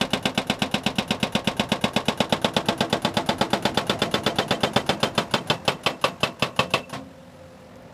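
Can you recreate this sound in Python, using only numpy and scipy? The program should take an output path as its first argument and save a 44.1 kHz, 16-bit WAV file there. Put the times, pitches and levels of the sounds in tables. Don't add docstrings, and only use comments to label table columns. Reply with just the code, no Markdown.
import sys
import numpy as np
from scipy import signal
from scipy.io import wavfile
from scipy.ndimage import uniform_filter1d

SR = 44100
rng = np.random.default_rng(int(sys.argv[2]) if len(sys.argv) > 2 else 0)


def rack_gain(trim_db):
    fader = np.asarray(trim_db, float)
    return 10 ** (fader / 20)


def store_pcm(level_fs):
    pcm = np.round(np.clip(level_fs, -1, 1) * 32767).astype(np.int16)
    wavfile.write(sys.argv[1], SR, np.atleast_2d(pcm).T)


N = 349713
LENGTH = 11000


STAGES_S = [1.0, 2.9, 4.3, 6.1]


def by_stage(times, values):
    return np.interp(times, STAGES_S, values)


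def at_hz(points, hz, axis=1):
    points = np.array(points)
    return np.interp(np.log(hz), np.log(points[:, 0]), points[:, axis])


def dying(t60, rise_s):
    t = np.arange(LENGTH) / SR
    swell = 1 - np.exp(-(t / rise_s) ** 2)
    close = np.cos(np.pi / 2 * (t / t[-1]) ** 4)
    return swell * rack_gain(-60 * t / t60) * close


def sine(hz, turn):
    return np.sin(2 * np.pi * hz * np.arange(LENGTH) / SR + turn)


def resonate(x, hz, width_hz):
    r = np.exp(-np.pi * width_hz / SR)
    feedback = [1, -2 * r * np.cos(2 * np.pi * hz / SR), r * r]
    return signal.lfilter([1, 0, -1], feedback, x) * np.sqrt((1 - r * r) / 2)


def bands(whites):
    edges = 16000 / 2 ** np.arange(9, -.1, -.5)
    for k, (low, high) in enumerate(zip(edges, edges[1:])):
        sos = signal.butter(2, [low, high], "band", fs=SR, output="sos")
        noise = signal.sosfilt(sos, whites[k % 2])
        yield np.sqrt(low * high), noise * np.sqrt(SR / 2 / (high - low))


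# time_s, likeness (0-1)
LIKENESS = [(0, .95), (2, .93), (3, .8), (4.6, .8), (5.4, .4), (7, .35)]


def repeating(times, size):
    rows = rng.standard_normal((len(times), size))
    alike = np.interp(times, *np.transpose(LIKENESS))
    for k in range(1, len(times)):
        rows[k] = alike[k] * rows[k - 1] + np.sqrt(1 - alike[k] ** 2) * rows[k]
    return rows


def lay_out(rows, times):
    out = np.zeros(N + 2 * LENGTH)
    for row, s in zip(rows, times):
        at = LENGTH + round(s * SR)
        out[at:at + LENGTH] += row
    return out[LENGTH:LENGTH + N]


# pitch_hz, level_db (per Hz)
ENGINE = [(25, -2), (53, -10), (109, -2), (158, 0), (290, -9), (515, -4.5), (6900, -35), (15000, -53.5)]
# time_s, noise_db, brightness_db (per octave)
LOAD = [(0, -39.5, -0.5), (2, -38.5, -0.5), (4, -35.5, -0.5), (5.5, -39, 0), (6.9, -53.5, 2.5),
        (7.6, -49, 1.5), (7.75, -45, 0.2)]
# pitch_hz, level_db (rms), width_hz
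TONES = [(88.4, -55.5, 6.3), (148, -59, 5), (177.8, -52.5, 8.6), (205, -70, 6), (247.9, -54, 0.92),
         (521.8, -52.5, 13.6), (680, -77.5, 80)]


def engine():
    t = np.arange(N) / SR
    load_s, *columns = np.transpose(LOAD)
    noise_db, tilt_db = [np.interp(t, load_s, column) for column in columns]

    noise = 0
    for hz, band in bands(rng.standard_normal((2, N))):
        flicker_db = np.interp(t, np.arange(200) / 18, rng.standard_normal(200))
        band_db = at_hz(ENGINE, hz) + flicker_db + tilt_db * np.log2(hz / 300)
        noise = noise + rack_gain(band_db) * np.sqrt(hz) * band
    noise *= (1 + .2 * np.sin(2 * np.pi * 43.05 * t)) / np.std(noise)

    white = rng.standard_normal(N)
    tones = sum(rack_gain(db) * resonate(white, hz, width_hz) for hz, db, width_hz in TONES)
    tone_db = -0.5 - 0.38 * (noise_db - noise_db.mean())

    belt_db = np.interp(t, [7.05, 7.2, 7.58, 7.73], [-95, -75, -75, -80])
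    belt_db += 3.5 * np.interp(t, np.arange(200) / 20, rng.standard_normal(200))
    belt = rack_gain(belt_db) * resonate(white, 10650, 90)
    return rack_gain(noise_db) * noise + rack_gain(tone_db) * tones + belt


# time_s, clinks_per_s, level_db
CHIPS = [(0, 100, -82), (3.5, 200, -92), (5, 300, -62), (6.7, 300, -68), (7.05, 20, -68), (7.93, 10, -76)]


def chips():
    s, per_s, db = np.transpose(CHIPS)
    t = np.arange(N) / SR
    born = rng.random(N) < np.interp(t, s, per_s) / SR
    spread_db = 3.6 * rng.exponential(1, N).clip(0, 3)
    sizes = born * rack_gain(np.interp(t, s, db) + spread_db) + 1e-18
    pitches = np.geomspace(2600, 14500, 16)
    dealt = rng.integers(0, 16, N)
    return sum(6.2 * resonate(sizes * (dealt == k), hz, 130) for k, hz in enumerate(pitches))


# start_s, peak_db, pitch_hz
STONES = [
    (7.609, -51, 13500),
    (7.627, -57, 4200),
    (7.756, -45, 5000),
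    (7.757, -59, 13000),
    (7.768, -55, 10500),
    (7.822, -52, 11000),
]


def stones():
    ticks = rng.standard_normal((len(STONES), LENGTH)) * dying(0.014, 0.00033)
    rows = [rack_gain(db) * resonate(tick, hz, .5 * hz) for tick, (s, db, hz) in zip(ticks, STONES)]
    return lay_out(rows, np.array(STONES)[:, 0])


# blow_number, time_s
PACE = [(-1, -.1111), (8, .9831), (16, 1.9612), (23, 2.8049), (31, 3.7719), (37, 4.5064)]
# time_s, thud_db, housing_db, steel_db
SEAT = [(0, -2, -0.5, 1), (.9, -.5, -3, 0.4), (1.8, 0.5, -0.5, 0), (2.5, -2, 0.5, 0.3), (2.95, -2, -1, -1),
        (3.5, -.3, 2.2, -3), (3.95, -2.8, -0.5, -2), (4.5, 1, -2, -3.5)]
# start_s, thud_db, housing_db, steel_db
SLOWING = [(4.632, 1.5, 0, -3), (4.7597, 4, 1.5, -2), (4.8903, 0, 0, -1.5), (5.0288, 0.5, 1.5, -1),
           (5.1768, 1, 1, -1.5), (5.337, 1, 1.5, -0.5), (5.4984, 1, -1.5, 0), (5.6774, 0, -2, 0.5),
           (5.8607, -3.5, -1, -1), (6.0395, -6.5, 1, -2), (6.2304, 0.5, -2, -1), (6.422, 1.5, -3.5, -1.5),
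           (6.5901, 1.5, -0.5, -1), (6.7359, -1, -1.5, -1), (6.926, -11, -21, -27.5)]


def blow_table():
    number, mark_s = np.transpose(PACE)
    times = np.interp(np.arange(number[0], number[-1] + 1), number, mark_s)
    s, *parts = np.transpose(SEAT)
    steady = np.transpose([times] + [np.interp(times, s, part) for part in parts])
    return np.vstack([steady, SLOWING]).T


def part_db(blows, hz):
    times, thud_db, housing_db, steel_db = blows
    if hz < 300:
        return thud_db
    return housing_db if hz < 1800 else steel_db


def is_empty(blows):
    return (blows[3] < -12)[:, None]


LOOSE_STAGE_DB = [-3, -2.5, -2.5, -4.5]


def loose_db(times):
    return np.append(by_stage(times[:-1], LOOSE_STAGE_DB), -10)


# pitch_hz, level_db
SPIT = [(300, -62), (800, -31.5), (1600, -52.5), (3000, -38), (6000, -45.5), (8000, -36), (10500, -62.5),
        (15500, -62)]
# pitch_hz, width_hz, level_db
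PORTS = [(1550, 65, -37.5), (2890, 32, -39), (9940, 1500, -35)]
VALVE_STAGE_DB = [-5, -3.5, -2.2, -5.5]
# time_s, lead_ms
LEAD = [(0, 29.1), (3, 29), (5.3, 28.5), (6.25, 27.5), (6.6, 29.8), (6.74, 33)]


def valve_spit(times, whites):
    spits = sum(rack_gain(db) * resonate(whites[1], hz, width_hz) for hz, width_hz, db in PORTS)
    for hz, noise in bands(whites):
        spits += rack_gain(at_hz(SPIT, hz)) * noise
    spits *= rack_gain(by_stage(times, VALVE_STAGE_DB))[:, None] * dying(.12, .002)
    lead_s = np.interp(times, *np.transpose(LEAD)) / 1000
    return lay_out(spits, times - lead_s)


# pitch_hz, t60_s, level_db at each of the four stages
RATTLE = [(70, 0.44, -40, -53, -55, -61), (170, 0.5, -46, -33, -26.5, -27.5),
          (294, 0.32, -51, -46, -31, -32.5), (520, 0.22, -22, -20.5, -19, -19.5),
          (1620, 0.15, -27.5, -27.5, -23.5, -21), (3250, 0.13, -20, -22.5, -21.5, -16),
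          (6370, .22, -44, -42, -36.5, -40), (15000, .09, -50, -53, -46, -38)]


def rattle(blows, whites):
    times = blows[0]
    lumps = uniform_filter1d(repeating(times, size=LENGTH), size=200) * np.sqrt(200)
    chatter = rack_gain(0.75 * lumps)
    out = 0
    for hz, noise in bands(whites):
        t60 = at_hz(RATTLE, hz)
        stage_db = [at_hz(RATTLE, hz, axis=k) for k in range(2, 6)]
        shaken = np.where(is_empty(blows), dying(t60, 0.035), dying(t60, 0.0091)) * chatter
        out = out + rack_gain(by_stage(times, stage_db) + loose_db(times))[:, None] * shaken * noise
    return out


# pitch_hz, split_hz, t60_s, level_db at each of the four stages
PANELS = [(165, 16.3, 0.16, -25, -26, -20, -23.5), (257.6, 11, 0.39, -29, -25.5, -25, -36.5),
          (323.9, 13.5, 0.54, -42.5, -24.5, -29.5, -39), (416.4, 12, 0.19, -31, -41, -37.5, -25.5),
          (514.5, 36.4, 0.2, -48, -37, -33, -21.5), (681, 12, 0.36, -38, -21, -19, -28),
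          (866, 23, 0.28, -65, -23, -30, -33), (1075, 53.6, 0.47, -33.5, -25.5, -33, -30),
          (960, 30, 0.34, -55, -43, -37.5, -33), (494.4, 9.5, 0.38, -34, -24, -34, -40),
          (1970, 22, 0.17, -48, -44, -20, -41), (1578, 47, 0.1, -36, -18, -36.5, -46),
          (2660, 22.4, .4, -55, -42, -35, -34.5), (3110, 30.5, 0.16, -50, -38, -22, -28)]
STILL_S = [0.1, 0.05, 0.084, 0.17]


def panels(blows, sway):
    times = blows[0]
    t = np.arange(LENGTH) / SR
    turns = repeating(times, size=2 * len(PANELS)).T[:, :, None]
    scatter_db = 3 * repeating(times, size=len(PANELS)).T
    free = np.exp(-(t / by_stage(times, STILL_S)[:, None]) ** 4)
    buzzing, steadier = rack_gain(4.5 * sway - 1), rack_gain(1.6 * sway)
    out = 0
    for k, (hz, split_hz, t60, *stage_db) in enumerate(PANELS):
        pair = sine(hz, 1.51 * turns[2 * k]) + 0.62 * sine(hz + split_hz, 2.0 * turns[2 * k + 1])
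        if hz > 1800:
            shaken_db, uneven, t60 = part_db(blows, hz) - 2.5, buzzing, min(t60, .36)
        else:
            shaken_db, uneven = loose_db(times), steadier
        if hz > 350:
            pair = pair * free
        gain = rack_gain(by_stage(times, stage_db) + shaken_db + scatter_db[k])[:, None]
        out = out + gain * pair * np.roll(uneven, 900 * k, axis=1) * dying(t60, 0.018)
    return out


# level_db, t60_s
ROD = [(-50, .19), (-52, .19), (-52, .17), (-55, .18), (-60, .15), (-60, .14)]
ROD_STAGE_DB = [1, 3, 9, 8]


def rod(blows, sway):
    times, rod_hz = blows[0], 1692
    turns = repeating(times, size=len(ROD)).T[:, :, None]
    wobble = rack_gain(4.5 * sway - 1)
    out = 0
    for k, (db, t60) in enumerate(ROD):
        gain = rack_gain(db + by_stage(times, ROD_STAGE_DB) + part_db(blows, rod_hz))[:, None]
        tone = sine((k + 4) * rod_hz, turns[k]) * dying(t60, .003)
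        out = out + gain * np.roll(wobble, 900 * k, axis=1) * tone
    return out


# pitch_hz, level_db, t60_s
SHUDDER = [(131, -32.5, 0.41), (210, -32, 0.67), (267, -28.5, 0.59), (514, -43, 0.33), (720, -29, 0.25),
           (1060, -21.5, 0.16)]


def shudder():
    return sum(rack_gain(db) * sine(hz, 0) * dying(t60, 0.029) for hz, db, t60 in SHUDDER)


# pitch_hz, t60_s, level_db at each of the four stages
HOUSING = [(326, 0.093, -25, -35, -28.5, -24), (421.2, 0.13, -17, -18, -14, -18.5),
           (524.6, 0.084, -15.5, -16.5, -26, -12), (580, 0.047, -9.5, -10.5, -11, -8),
           (663, 0.019, -5, -43.5, -10, -13), (766.5, 0.12, -19.5, -23.5, -14.5, -28),
           (837, 0.033, -16, -4, -8.5, -8), (965, 0.1, -47, -27, -24.5, -16.5),
           (1064, 0.045, -33, -28, -38, -7.5), (1137, 0.12, -25, -24.5, -26.5, -10),
           (1300, 0.16, -41, -22.5, -17, -21.5), (1469, 0.095, -22, -24, -20, -22.5),
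           (1576, 0.19, -23, -26, -20.5, -31)]
# pitch_hz, t60_s, level_db at each of the four stages
CHISEL = [(1974, 0.24, -43, -22, -36, -28), (2567, 0.081, -21.5, -21, -65, -14.5),
          (2658, 0.044, -20.5, -29, -22, -6), (2963, 0.014, -0.5, 0, -15, -1),
          (3097, 0.048, -57, -20, -12, -10), (3499, 0.039, -12, -7.5, -3.5, -11),
          (3860, 0.03, -19, -9.5, -17.5, -12), (4266, 0.069, -74, -26.5, -20.5, -24),
          (4733, 0.036, -53, -15.5, -12, -24), (5050, 0.048, -23.5, -22.5, -18, -18.5)]


def housing_and_chisel(blows):
    times, modes = blows[0], HOUSING + CHISEL
    turns = repeating(times, size=len(modes)).T[:, :, None]
    out = 0
    for turn, (hz, t60, *stage_db) in zip(turns, modes):
        gain = rack_gain(by_stage(times, stage_db) + part_db(blows, hz) - 2)[:, None]
        out = out + gain * sine(hz, 1.22 * turn) * dying(min(t60, .09), 0.0024)
    return out


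# pitch_hz, t60_s, level_db at each of the four stages
SLAB = [(149.5, 0.11, -13, -13.5, -12, -11), (207.9, 0.099, -4.5, -3.5, -8, -11)]


def slab_thud(blows):
    t, lag_s = np.arange(LENGTH) / SR, .0015
    out = 0
    for hz, t60, *stage_db in SLAB:
        gain = rack_gain(by_stage(blows[0], stage_db) + part_db(blows, hz) - 2)[:, None]
        thud = sine(hz, -2 * np.pi * hz * lag_s) * dying(t60, 0.0039)
        out = out + gain * thud * np.exp(-(t / 0.016) ** 2)
    return out


SNAP_STAGE_DB = [-35, -28, -20, -17.5]


def tip_slap(blows):
    lag_s, width_s = 0.00291, 0.00046
    x = (np.arange(LENGTH) / SR - lag_s) / width_s
    gain = rack_gain(by_stage(blows[0], SNAP_STAGE_DB) + blows[3])[:, None]
    return ~is_empty(blows) * gain * (x ** 2 - 1) * np.exp(-x ** 2 / 2)


# pitch_hz, level_db
CRACK = [(60, -46), (200, -48), (600, -28), (1500, -29), (3000, -23), (5000, -26), (9500, -32),
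         (15500, -41)]


def crack_and_recoil(blows, whites):
    crack = np.where(is_empty(blows), rack_gain(16.5) * dying(0.12, 0.0073), dying(0.049, 0.0015))
    recoil = rack_gain(-20.5) * np.roll(dying(0.063, 0.0016), round(0.0397 * SR))
    out = 0
    for hz, noise in bands(whites):
        out = out + rack_gain(at_hz(CRACK, hz) + part_db(blows, hz))[:, None] * (crack + recoil) * noise
    return out


def breaker():
    blows = blow_table()
    times = blows[0]
    whites = [repeating(times, size=LENGTH), repeating(times, size=LENGTH)]
    sway = uniform_filter1d(repeating(times, size=LENGTH), size=500) * np.sqrt(500)
    rows = crack_and_recoil(blows, whites) + tip_slap(blows) + slab_thud(blows)
    rows += housing_and_chisel(blows) + rod(blows, sway) + panels(blows, sway)
    rows += rattle(blows, whites)
    rows[-1] += shudder()
    return lay_out(rows, times) + valve_spit(times, whites)


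def scene():
    return (engine() + chips() + stones() + breaker())[None]


def low_pass(x):
    return signal.sosfilt(signal.butter(12, 16480, fs=SR, output="sos"), x)


def record(dry):
    colour = signal.butter(2, [50, 14500], "band", fs=SR, output="sos")
    bright = signal.butter(2, 9000, "high", fs=SR)
    hiss = rack_gain(-69) * signal.lfilter(*bright, rng.standard_normal(dry.shape))
    heard = signal.sosfilt(colour, dry) + hiss
    soft = 1.365 * np.tanh(heard / 1.649)
    cut = signal.cheby2(12, 70, 16500, fs=SR, output="sos")
    return low_pass(signal.sosfilt(cut, soft))


dry = scene()
out = record(dry)
store_pcm(out)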